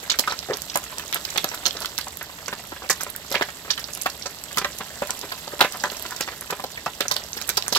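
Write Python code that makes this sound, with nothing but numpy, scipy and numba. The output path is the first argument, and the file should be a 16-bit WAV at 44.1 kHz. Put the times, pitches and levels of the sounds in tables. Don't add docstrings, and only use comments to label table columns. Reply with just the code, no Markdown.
import sys
import numpy as np
from scipy import signal
from scipy.fft import rfft, irfft, next_fast_len
from scipy.io import wavfile
from numba import njit

SR = 44100
rng = np.random.default_rng(int(sys.argv[2]) if len(sys.argv) > 2 else 0)


def bounce(signal):
    frames = np.transpose(np.atleast_2d(signal))
    limited = np.clip(frames, -1, 1)
    pcm = np.round(limited * 32767).astype(np.int16)
    wavfile.write(sys.argv[1], SR, pcm)


def undo_db(level):
    steps = np.asarray(level, float) / 20
    return 10 ** steps


N = 343092


def along(points, hz):
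    point_hz, value = np.transpose(points)
    return np.interp(np.log(hz + 1), np.log(point_hz + 1), value)


def unit(x):
    return x / np.sqrt(np.mean(x ** 2) + 1e-20)


def filtered(x, response):
    size = next_fast_len(N + 8192)
    hz = np.fft.rfftfreq(size, 1 / SR)
    return irfft(rfft(x, size) * response(hz), size)[..., :N]


def coloured(x, spectrum):
    return filtered(x, lambda hz: undo_db(along(spectrum, hz)))


# (frequency [Hz], gain [dB])
PORT_COLOUR = [(88, -20.5), (150, -2), (293, -6), (417, -3.5), (1010, -5), (1690, -2), (2260, -3),
               (4080, -5), (7660, -7), (9330, -13.5), (12300, -5.5), (15600, -11.5), (16500, -30)]


def port_db(hz):
    return along(PORT_COLOUR, hz)


# (frequency [Hz], level difference [dB])
PORT_TILT = [(60, -1.0), (120, 0.0), (240, 0.0), (480, 0.3), (950, -0.5), (1890, -3.5), (3770, -10.0),
             (7520, -8.0), (15000, -5.5)]


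def tilt_db(hz):
    return along(PORT_TILT, hz)


def tilted(x):
    halves = np.array([[.5], [-.5]])
    return filtered(x, lambda hz: undo_db(tilt_db(hz) * halves))


# (frequency [Hz], correlation [0-1])
PORT_LIKENESS = [(60, 0.95), (180, 0.97), (550, 0.82), (1650, 0.86), (4970, 0.012), (15000, 0.01)]


def alike(pair):
    def mid_side_gain(hz):
        angle = np.arccos(np.clip(along(PORT_LIKENESS, hz), 0, 1)) / 2
        return np.array([np.cos(angle), np.sin(angle)])

    mid, side = filtered(pair, mid_side_gain)
    return np.array([mid + side, mid - side])


def alike_noise():
    return unit(alike(rng.standard_normal((2, N))))


@njit
def add_bubbles(out, start, hz, cycles, size, rise):
    for k in range(len(hz)):
        life = cycles[k] / hz[k] * SR
        for i in range(int(6 * life) + 2):
            u = i / life
            wave = u * np.exp(1 - u) * np.sin(2 * np.pi * cycles[k] * u * (1 + rise * u))
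            for port in range(2):
                j = start[k, port] + i
                if 0 <= j < out.shape[1]:
                    out[port, j] += size[k, port] * wave


def bubbles(time_s, hz, cycles, db, pan_db, lag_s):
    out = np.zeros((2, N))
    start = np.round(np.stack([time_s, time_s + lag_s], 1) * SR).astype(np.int64)
    angle = np.arctan(undo_db(-pan_db))
    pan = np.sqrt(2) * np.stack([np.cos(angle), np.sin(angle)], 1)
    sign = rng.choice([-1, 1], (len(time_s), 1))
    size = undo_db(db)[:, None] * pan * sign
    add_bubbles(out, start, np.clip(hz, 60, SR / 2.4), np.maximum(cycles, .2), size, .015)
    return out


def bursts(time_s, db, hz, ms, pan_db, lag_ms, cycles, spread, fade_db, count):
    even = rng.random((len(time_s), count + 1))
    bell = rng.standard_normal((len(time_s), 3 * count))
    pitch, size, life = np.split(bell, 3, axis=1)
    lag_s = lag_ms / 1000 * 2 * even[:, :1]
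    wait = (np.arange(count) + even[:, 1:]) / count
    length_s = np.maximum(ms, .3)[:, None] / 1000
    crowd = 1 + count * 3 * cycles / hz[:, None] / length_s
    ratio = np.exp(spread * (pitch - pitch.mean(1, keepdims=True)))
    stretch = np.exp(.25 * life)
    swell = np.minimum(.35 + wait / .2, 1)
    share = swell * undo_db(3.17 * size - fade_db * wait)
    share = share / np.sqrt(np.mean(share ** 2, 1, keepdims=True))
    level_db = db[:, None] + 10 * np.log10(share ** 2 * ratio / stretch / crowd)
    rows = np.broadcast_arrays(time_s[:, None] + wait * length_s, hz[:, None] * ratio, cycles * stretch,
                               level_db, pan_db[:, None], lag_s)
    return bubbles(*[row.ravel() for row in rows])


def gurgles(time_s, db, hz, ms, spread):
    spread = np.clip(spread, .1, .7)[:, None]
    db = db - 2.0 - port_db(hz)
    centre = 0 * time_s
    body = bursts(time_s, db, hz, ms, centre, lag_ms=.14, cycles=.2 / spread, spread=spread,
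                  fade_db=15.5, count=26)
    torn_surface = bursts(time_s, db - 4, 2.2 * hz, ms, centre, lag_ms=.14, cycles=.23, spread=.38,
                          fade_db=2.5, count=18)
    return tilted(body + torn_surface)


# (time [s], level [dB], pitch [Hz], length [ms], pitch scatter [0-1])
LOUD_GURGLES = [(.096,-21,1590,11.4,0.38),(.114,-20,1690,16,.29),(.139,-20,1720,9.1,0.23),(.191,-22,810,12.2,0.41),(.238,-22.5,1600,9.6,0.3),(0.274,-12.5,1260,11.5,0.17),
                (.303,-24,1260,7.9,.36),(.319,-20.5,1360,24,.4),(.486,-26,525,8.8,0.2),(0.497,-15,455,23.2,0.2),(.524,-27,750,35,0.49),(.755,-14,954,10.5,0.31),(.768,-27.5,1170,25.4,0.18),
                (0.923,-29,925,10.8,0.22),(.994,-28.5,1170,12.7,0.22),(1.13,-24,1800,17.4,0.14),(1.156,-19,1340,17,0.44),(1.358,-17.5,1510,10.4,.47),(1.376,-20,1360,10.7,0.5),(1.441,-18.5,1080,10.7,0.75),
                (1.513,-26.5,1080,17,0.47),(1.537,-27,1150,12.4,0.4),(1.656,-22,1030,26.3,.51),(1.748,-29,620,13,0.57),(1.766,-29.5,1200,18.6,0.65),(1.809,-29,960,29,0.28),(1.846,-15.5,1264,2.6,0.13),(1.984,-21,1550,12,0.24),
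                (2.068,-28,920,12.1,0.29),(2.211,-24,1210,10.5,0.38),(2.48,-21,1210,11.7,0.47),(2.526,-20,1200,14.4,0.54),(2.719,-26.5,790,14.2,0.47),(2.897,-13,1110,17.2,0.38),
                (3.003,-24,1390,18,.27),(3.064,-27,1060,11.8,.43),(3.311,-26,720,24,0.48),(3.341,-15,646,4.3,0.2),(3.347,-12.5,1600,19.6,0.37),(3.392,-25,1230,11.5,0.25),
                (3.41,-13.5,637,5.2,0.44),(3.419,-10.5,1400,10.8,0.35),(3.432,-33,1360,38,0.57),(3.486,-24,1270,10,0.33),(3.701,-20.5,1550,14.3,0.26),(3.774,-23.5,1770,29,0.3),
                (4.058,-11,1290,16.6,0.34),(4.257,-21.5,1300,9.5,0.58),(4.571,-15,1160,22.7,0.44),(4.614,-21,1390,13.4,0.46),(4.645,-14,1300,13,0.36),(4.805,-22.5,1130,16.8,0.57),
                (5.019,-14.5,556,6.2,0.35),(5.026,-21.5,710,11.1,.31),(5.094,-22.5,1000,8,0.27),(5.103,-29,1030,14,0.5),(5.231,-28,806,26.4,0.62),(5.317,-22,1300,17.8,0.29),(5.474,-28.5,690,12.3,0.31),
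                (5.532,-28.5,577,13,0.42),(5.595,-20,1130,4.8,0.3),(5.605,-9,1210,5,0.22),(5.61,-7,1030,19.5,0.38),(5.638,-17,1190,6.9,0.29),(5.645,-14,1240,12.8,0.4),(5.742,-27.5,1050,22.6,0.4),
                (5.837,-13.5,1180,15.6,0.28),(5.856,-25.5,895,27,.32),(6.051,-24.5,845,11.4,0.34),(6.118,-26,1110,13,0.27),(6.206,-19,1170,9.6,0.4),(6.276,-22,1160,5.6,0.47),
                (6.283,-21,1250,10.3,0.23),(6.501,-20,1420,14.6,0.4),(6.524,-20,810,12,0.57),(6.596,-22.5,960,9.8,0.17),(6.638,-19.5,447,9.9,0.44),(6.774,-23,1920,9,0.14),
                (6.861,-17,910,10,0.3),(6.877,-20,750,3.8,0.28),(7.005,-14.5,1330,13,0.58),(7.053,-26,1010,13.2,0.6),(7.11,-17.5,1170,15.3,0.28),(7.16,-25.5,1140,14,0.47),
                (7.367,-27.5,1070,19,0.71),(7.412,-28,1290,12.3,0.3),(7.488,-25.5,1310,20,0.44),(7.574,-18.5,980,9.8,0.37),(7.663,-28,1420,12,0.35),(7.722,-19.5,545,12.7,0.42),(7.76,-13.5,1410,16,0.28)]


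def loud_gurgles():
    return gurgles(*np.transpose(LOUD_GURGLES))


def burble(top_db, range_db, count):
    when, size, pitch, length, mixed = rng.random((count, 5)).T
    db = top_db - range_db * size
    return gurgles(when * N / SR, db, 800 + 800 * pitch, 8 + 12 * length, .34 + .2 * mixed)


def spits(time_s, db, hz, ms, treble_db, pan_db):
    edge_hz, edge_trim_db = 11700, 4.5
    edge_db = db + edge_trim_db + treble_db - port_db(edge_hz)
    edge = bursts(time_s, edge_db, edge_hz + 0 * hz, ms, .49 * pan_db, lag_ms=.25, cycles=.35, spread=.44,
                  fade_db=8, count=14)
    ticks = bursts(time_s, db - .5 - port_db(hz), hz, ms, pan_db, lag_ms=.2, cycles=1.25, spread=.16,
                   fade_db=6.5, count=14)
    return edge + ticks


# (time [s], level [dB], pitch [Hz], length [ms], treble edge against ticks, untrimmed [dB])
LOUD_SPITS = [(.098,-9,4250,2,-24),(.101,-4.5,4270,2,-16),(.106,-4,4150,1,-26),(0.115,-9,4330,1.2,-17),(.12,-13,6280,3,-14),
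              (.188,-8,4750,2.4,-1),(.192,-10,5050,4,-7),(.194,-15,9150,4,8),(0.204,-20,8010,5,3),(0.279,-28,4730,2.3,7),(.296,-20,4950,5,-18),
              (.309,-18.5,4070,7,-19),(0.322,-21,6100,4,-6),(.39,-12.5,5600,1,-15),(.427,-25.5,3530,2.8,-19),(.533,-17,4560,10,-22),(.57,-25,10400,2.5,5),(.619,-16,7200,1.1,2),
              (.697,-20,4500,8,-23),(.74,-23,4570,13,-22.5),(.756,-12.5,8500,4,-1),(.773,-9.5,11500,2.7,-3.5),(.839,-23,7200,4,-2),(.983,-12,6700,1,-9),
              (.996,-19.5,3520,1.8,-4),(1.079,-23,6720,1.8,-13),(1.127,-9.5,4900,.7,-2),(1.133,-19.5,3660,10,-21),(1.145,-12,9600,.9,-2),(1.149,-27,5760,9,-5),(1.164,-25,3500,9,-3),
              (1.25,-15,4600,3.7,-4),(1.302,-22,6300,6.5,-1),(1.36,-23,3070,9,-16),(1.376,-15.5,4000,1,6),(1.379,-8.5,3370,4,-3.5),
              (1.443,-12,5260,1.5,3),(1.489,-15,5550,1.2,-12),(1.543,-31,5200,11,12),(1.655,-2.5,4500,1.5,-26),(1.661,-6,5000,9,-9.5),
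              (1.677,-20,5470,10,-1),(1.708,-10,3900,1.1,-24),(1.768,-19,4800,3.5,-18),(1.805,-17.5,8300,.9,-4),(1.818,-22.5,4800,8,0),
              (1.857,-14,4600,3,-5),(1.979,-9,4550,2,-12),(1.986,-20.5,5800,1,9.5),(2.01,-19.5,4380,5,-9),(2.083,-16,7700,1.2,-13),
              (2.171,-11.5,12100,1,-12),(2.228,-15.5,12200,.5,-12),(2.46,-19,4240,.6,-19),(2.481,-17,6140,3,-8),(2.53,-27.5,3720,8,0),
              (2.891,-15,5900,1,-8),(2.899,-7,6800,6,-3),(2.904,-9,6350,14,-2.5),(2.925,-19,6850,11,-11),(3.006,-22.5,5760,23,4),(3.033,-17.5,9100,2,-8),
              (3.1,-23,9800,4,-5),(3.162,-13,11800,1.3,-7),(3.304,-24,9530,0.85,-16),(3.315,-15,5380,1.7,-9),(3.322,-20.5,4230,11,5),(3.342,-22,4530,2.9,-1),(3.348,-16,3400,3,-18),
              (3.353,-12,2900,5,-15),(3.364,-18,3010,8,-16),(3.41,-22,3250,10,-4),(3.421,-26,3200,12,4.5),(3.704,-7.5,4450,5.6,-17),
              (3.709,-10,5850,6,-20),(3.732,-21,3980,9,-13),(3.777,-20,3640,4,-5),(3.794,-27.5,5200,9,6),(3.841,-15,4540,2,-23),
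              (3.934,-17,6700,2.2,-19),(3.95,-15.5,7900,1.4,-8),(3.974,-24,10400,2,0),(4.014,-13.5,6000,1.8,-18),(4.019,-12.5,10500,1.8,-8),
              (4.033,-20,7460,2.7,-15),(4.059,-23.5,3130,13,8),(4.099,-22,4930,6,-4),(4.222,-22,4890,6,-16),(4.258,-18.5,5460,14,-12),
              (4.438,-23,8350,1.7,2),(4.528,-22.5,7900,3,-11),(4.572,-15,4940,3,1),(4.58,-18.5,5400,10,9),(4.584,-13,4787,4,-8),
              (4.646,-11,4650,1.2,-12),(4.785,-26,8900,4,2),(5.072,-21,8200,0.99,-3),(5.106,-11,7000,2,-2),(5.191,-20,9200,1,-13),(5.213,-13,4770,1,-12),
              (5.321,-20.5,4200,5,-3),(5.477,-22.5,4700,3.7,-26),(5.592,-17.5,4100,1.8,-7),(5.608,-12,5000,1,1),(5.609,-3.5,3640,3.3,-12),
              (5.616,-14,3450,7,1.5),(5.623,-20,2900,11,5),(5.642,-29.5,3000,24,9),(5.722,-21,7050,3.5,0),(5.771,-26,10800,1,3),(5.798,-24.5,5100,10,-17),
              (5.837,-15.5,5850,3,-5),(5.855,-21,4000,2,-17),(5.9,-18,3600,2.2,-20),(5.915,-34.5,6700,8,12),(5.967,-25,5900,6,1),(5.996,-20,11100,.9,0),
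              (6.024,-15,11800,1.2,-12),(6.062,-14,4050,.5,-20),(6.108,-23,6820,3,-1),(6.162,-22.5,5500,6,-1),(6.208,-19.5,6000,4.5,9),
              (6.212,-20.5,5000,25,-3),(6.41,-14,10800,.8,-14),(6.505,-27.5,4630,11,10.5),(6.639,-23.5,4560,8,1),(6.86,-27.5,5100,7,2),
              (7.006,-8.5,3820,4,-4),(7.015,-19,3310,10,-12),(7.082,-7,7900,1,-22),(7.113,-8.5,4160,2.7,-6),(7.117,-16.5,4500,7,3),
              (7.138,-22,5800,10,-5),(7.164,-11,4160,3.5,-6),(7.237,-22.5,6400,3,-18),(7.331,-15,5200,1.2,-23),(7.368,-22.5,4340,13,1),(7.414,-16,4050,3,-4),
              (7.42,-20,6100,6,-7),(7.475,-22,10700,7,-6),(7.491,-12,11000,3,3.5),(7.495,-19,6640,13,6),(7.57,-16.5,5900,3.4,3.5),
              (7.572,-9,4530,9,0),(7.624,-8,3870,.6,-11),(7.681,-11.5,8800,.8,3.5),(7.687,-23,7360,8,-8),(7.724,-10.5,4750,8,-6),
              (7.732,-18,5230,7,1),(7.749,-8.5,3920,4.4,-12),(7.756,-9.5,3360,2.4,-1),(7.762,-12,4450,10,-2),(7.771,-13,5100,5,-15)]


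def loud_spits():
    rows = np.transpose(LOUD_SPITS)
    pan_db = -12 + 3.5 * rng.standard_normal(rows.shape[1])
    return spits(*rows, pan_db)


def crackle(top_db, range_db, count):
    when, size, pitch, length, bright, side = rng.random((count, 6)).T
    hz = 1300 * 8.5 ** pitch
    db = top_db - range_db * size ** .52
    pan_db = tilt_db(hz) + 5 * (side - .5)
    return spits(when * N / SR, db, hz, 7 * length ** 2, -4 - 20 * bright, pan_db)


def swarm(low_hz, high_hz, cycles, scatter_db, hiss, count):
    when, pitch, size, side, lag = rng.random((count, 5)).T
    hz = low_hz * (high_hz / low_hz) ** pitch
    db = 20 * np.log10(hz) - scatter_db * np.log(1.003 - size)
    grains = bubbles(when * N / SR, hz, cycles + 0 * hz, db, 4 * (side - .5), .00025 * lag)
    return unit(grains) + hiss * alike_noise()


# (time [s], level [dB])
BOIL_STRENGTH = [(0.0, -41.5), (0.37, -41), (0.5, -41.5), (1.15, -40.5), (1.34, -38.5), (1.86, -40),
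                 (2.1, -43), (2.53, -43.5), (3.96, -42), (4.24, -42.5), (5.16, -39.5), (5.46, -41),
                 (6.07, -39), (6.46, -43), (6.69, -43), (7.78, -40)]
# (frequency [Hz], gain [dB])
SIMMER_COLOUR = [(120, -36), (200, -5), (483, -5.5), (575, 1), (2210, -8.5), (3200, -26), (4160, -42),
                 (7040, -120)]
# (frequency [Hz], gain [dB])
SIZZLE_COLOUR = [(880, 10), (1500, 7), (2070, 10), (2220, -7), (2600, 10), (4010, 12), (6360, 7.5),
                 (7770, 12.5), (9500, -3), (12300, 10.5), (15700, -1.5), (16500, -30)]


def boiling():
    strength = undo_db(np.interp(np.arange(N) / SR, *np.transpose(BOIL_STRENGTH)))
    simmer = swarm(200, 3000, cycles=.5, scatter_db=3, hiss=.8, count=8000)
    sizzle = swarm(1500, 16000, cycles=.8, scatter_db=3.2, hiss=.7, count=30000)
    simmer = undo_db(-5) * unit(coloured(simmer, SIMMER_COLOUR))
    sizzle = unit(coloured(sizzle, SIZZLE_COLOUR))
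    return tilted(strength * (simmer + sizzle))


# (frequency [Hz], level [dB], t60 [s])
WOK_MODES = [(422, -3, .09), (592, 0, .12), (788, -2, .09), (1019, 1, .12), (1353, 0, .09), (1523, -2, .08),
             (1713, -1, .08), (1844, -3, .08), (2062, -3, .07), (2463, -5, .06), (2655, -5, .06)]


def wok(pops):
    t = np.arange(SR // 2) / SR
    ring = sum(undo_db(db - 60 * t / t60_s) * np.sin(2 * np.pi * hz * t) for hz, db, t60_s in WOK_MODES)
    return signal.fftconvolve(pops.mean(0), ring / np.linalg.norm(ring))[:N]


# (frequency [Hz], t60 [s])
SCATTER_DECAY = [(300, 0.019), (2000, 0.16), (12000, 0.069)]


def scattered(x, count):
    out = np.zeros((2, N + SR))
    for k, part in enumerate(np.array_split(x, count, axis=1)):
        hz, t, noise = signal.stft(rng.standard_normal((2, SR // 6)), SR, nperseg=128)
        decay = undo_db(-60 * t / along(SCATTER_DECAY, hz)[:, None])
        tail = signal.istft(noise * decay, SR, nperseg=128)[1]
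        tail = tail / np.linalg.norm(tail, axis=1, keepdims=True)
        wet = signal.fftconvolve(part, tail, axes=1)
        start = 60 + k * N // count
        out[:, start:start + wet.shape[1]] += wet
    return out[:, :N]


# (frequency [Hz], gain [dB])
HUM_COLOUR = [(15, -36), (25, -19), (65, 5.5), (103, -3), (162, 1), (350, -8.5), (460, -3.5), (770, -120)]


def kitchen():
    hum_rms_db = -50
    return undo_db(hum_rms_db) * unit(coloured(alike_noise(), HUM_COLOUR))


def scene():
    loud = loud_gurgles() + loud_spits()
    faint = burble(top_db=-30, range_db=4, count=30) + crackle(top_db=-29, range_db=7, count=700)
    pops = coloured(loud + faint, PORT_COLOUR)
    tails = undo_db(-7) * tilted(alike(scattered(pops.mean(0, keepdims=True), count=120)))
    ring = undo_db(-17.5) * wok(pops)
    return pops + tails + ring + boiling() + kitchen()


def roll_off(x):
    return signal.sosfilt(signal.butter(12, 16990, fs=SR, output="sos"), x)


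def record(dry):
    mix = filtered(dry, lambda hz: undo_db(-14 * (hz > 15900)))
    return roll_off(mix)


dry = scene()
out = record(dry)
bounce(out)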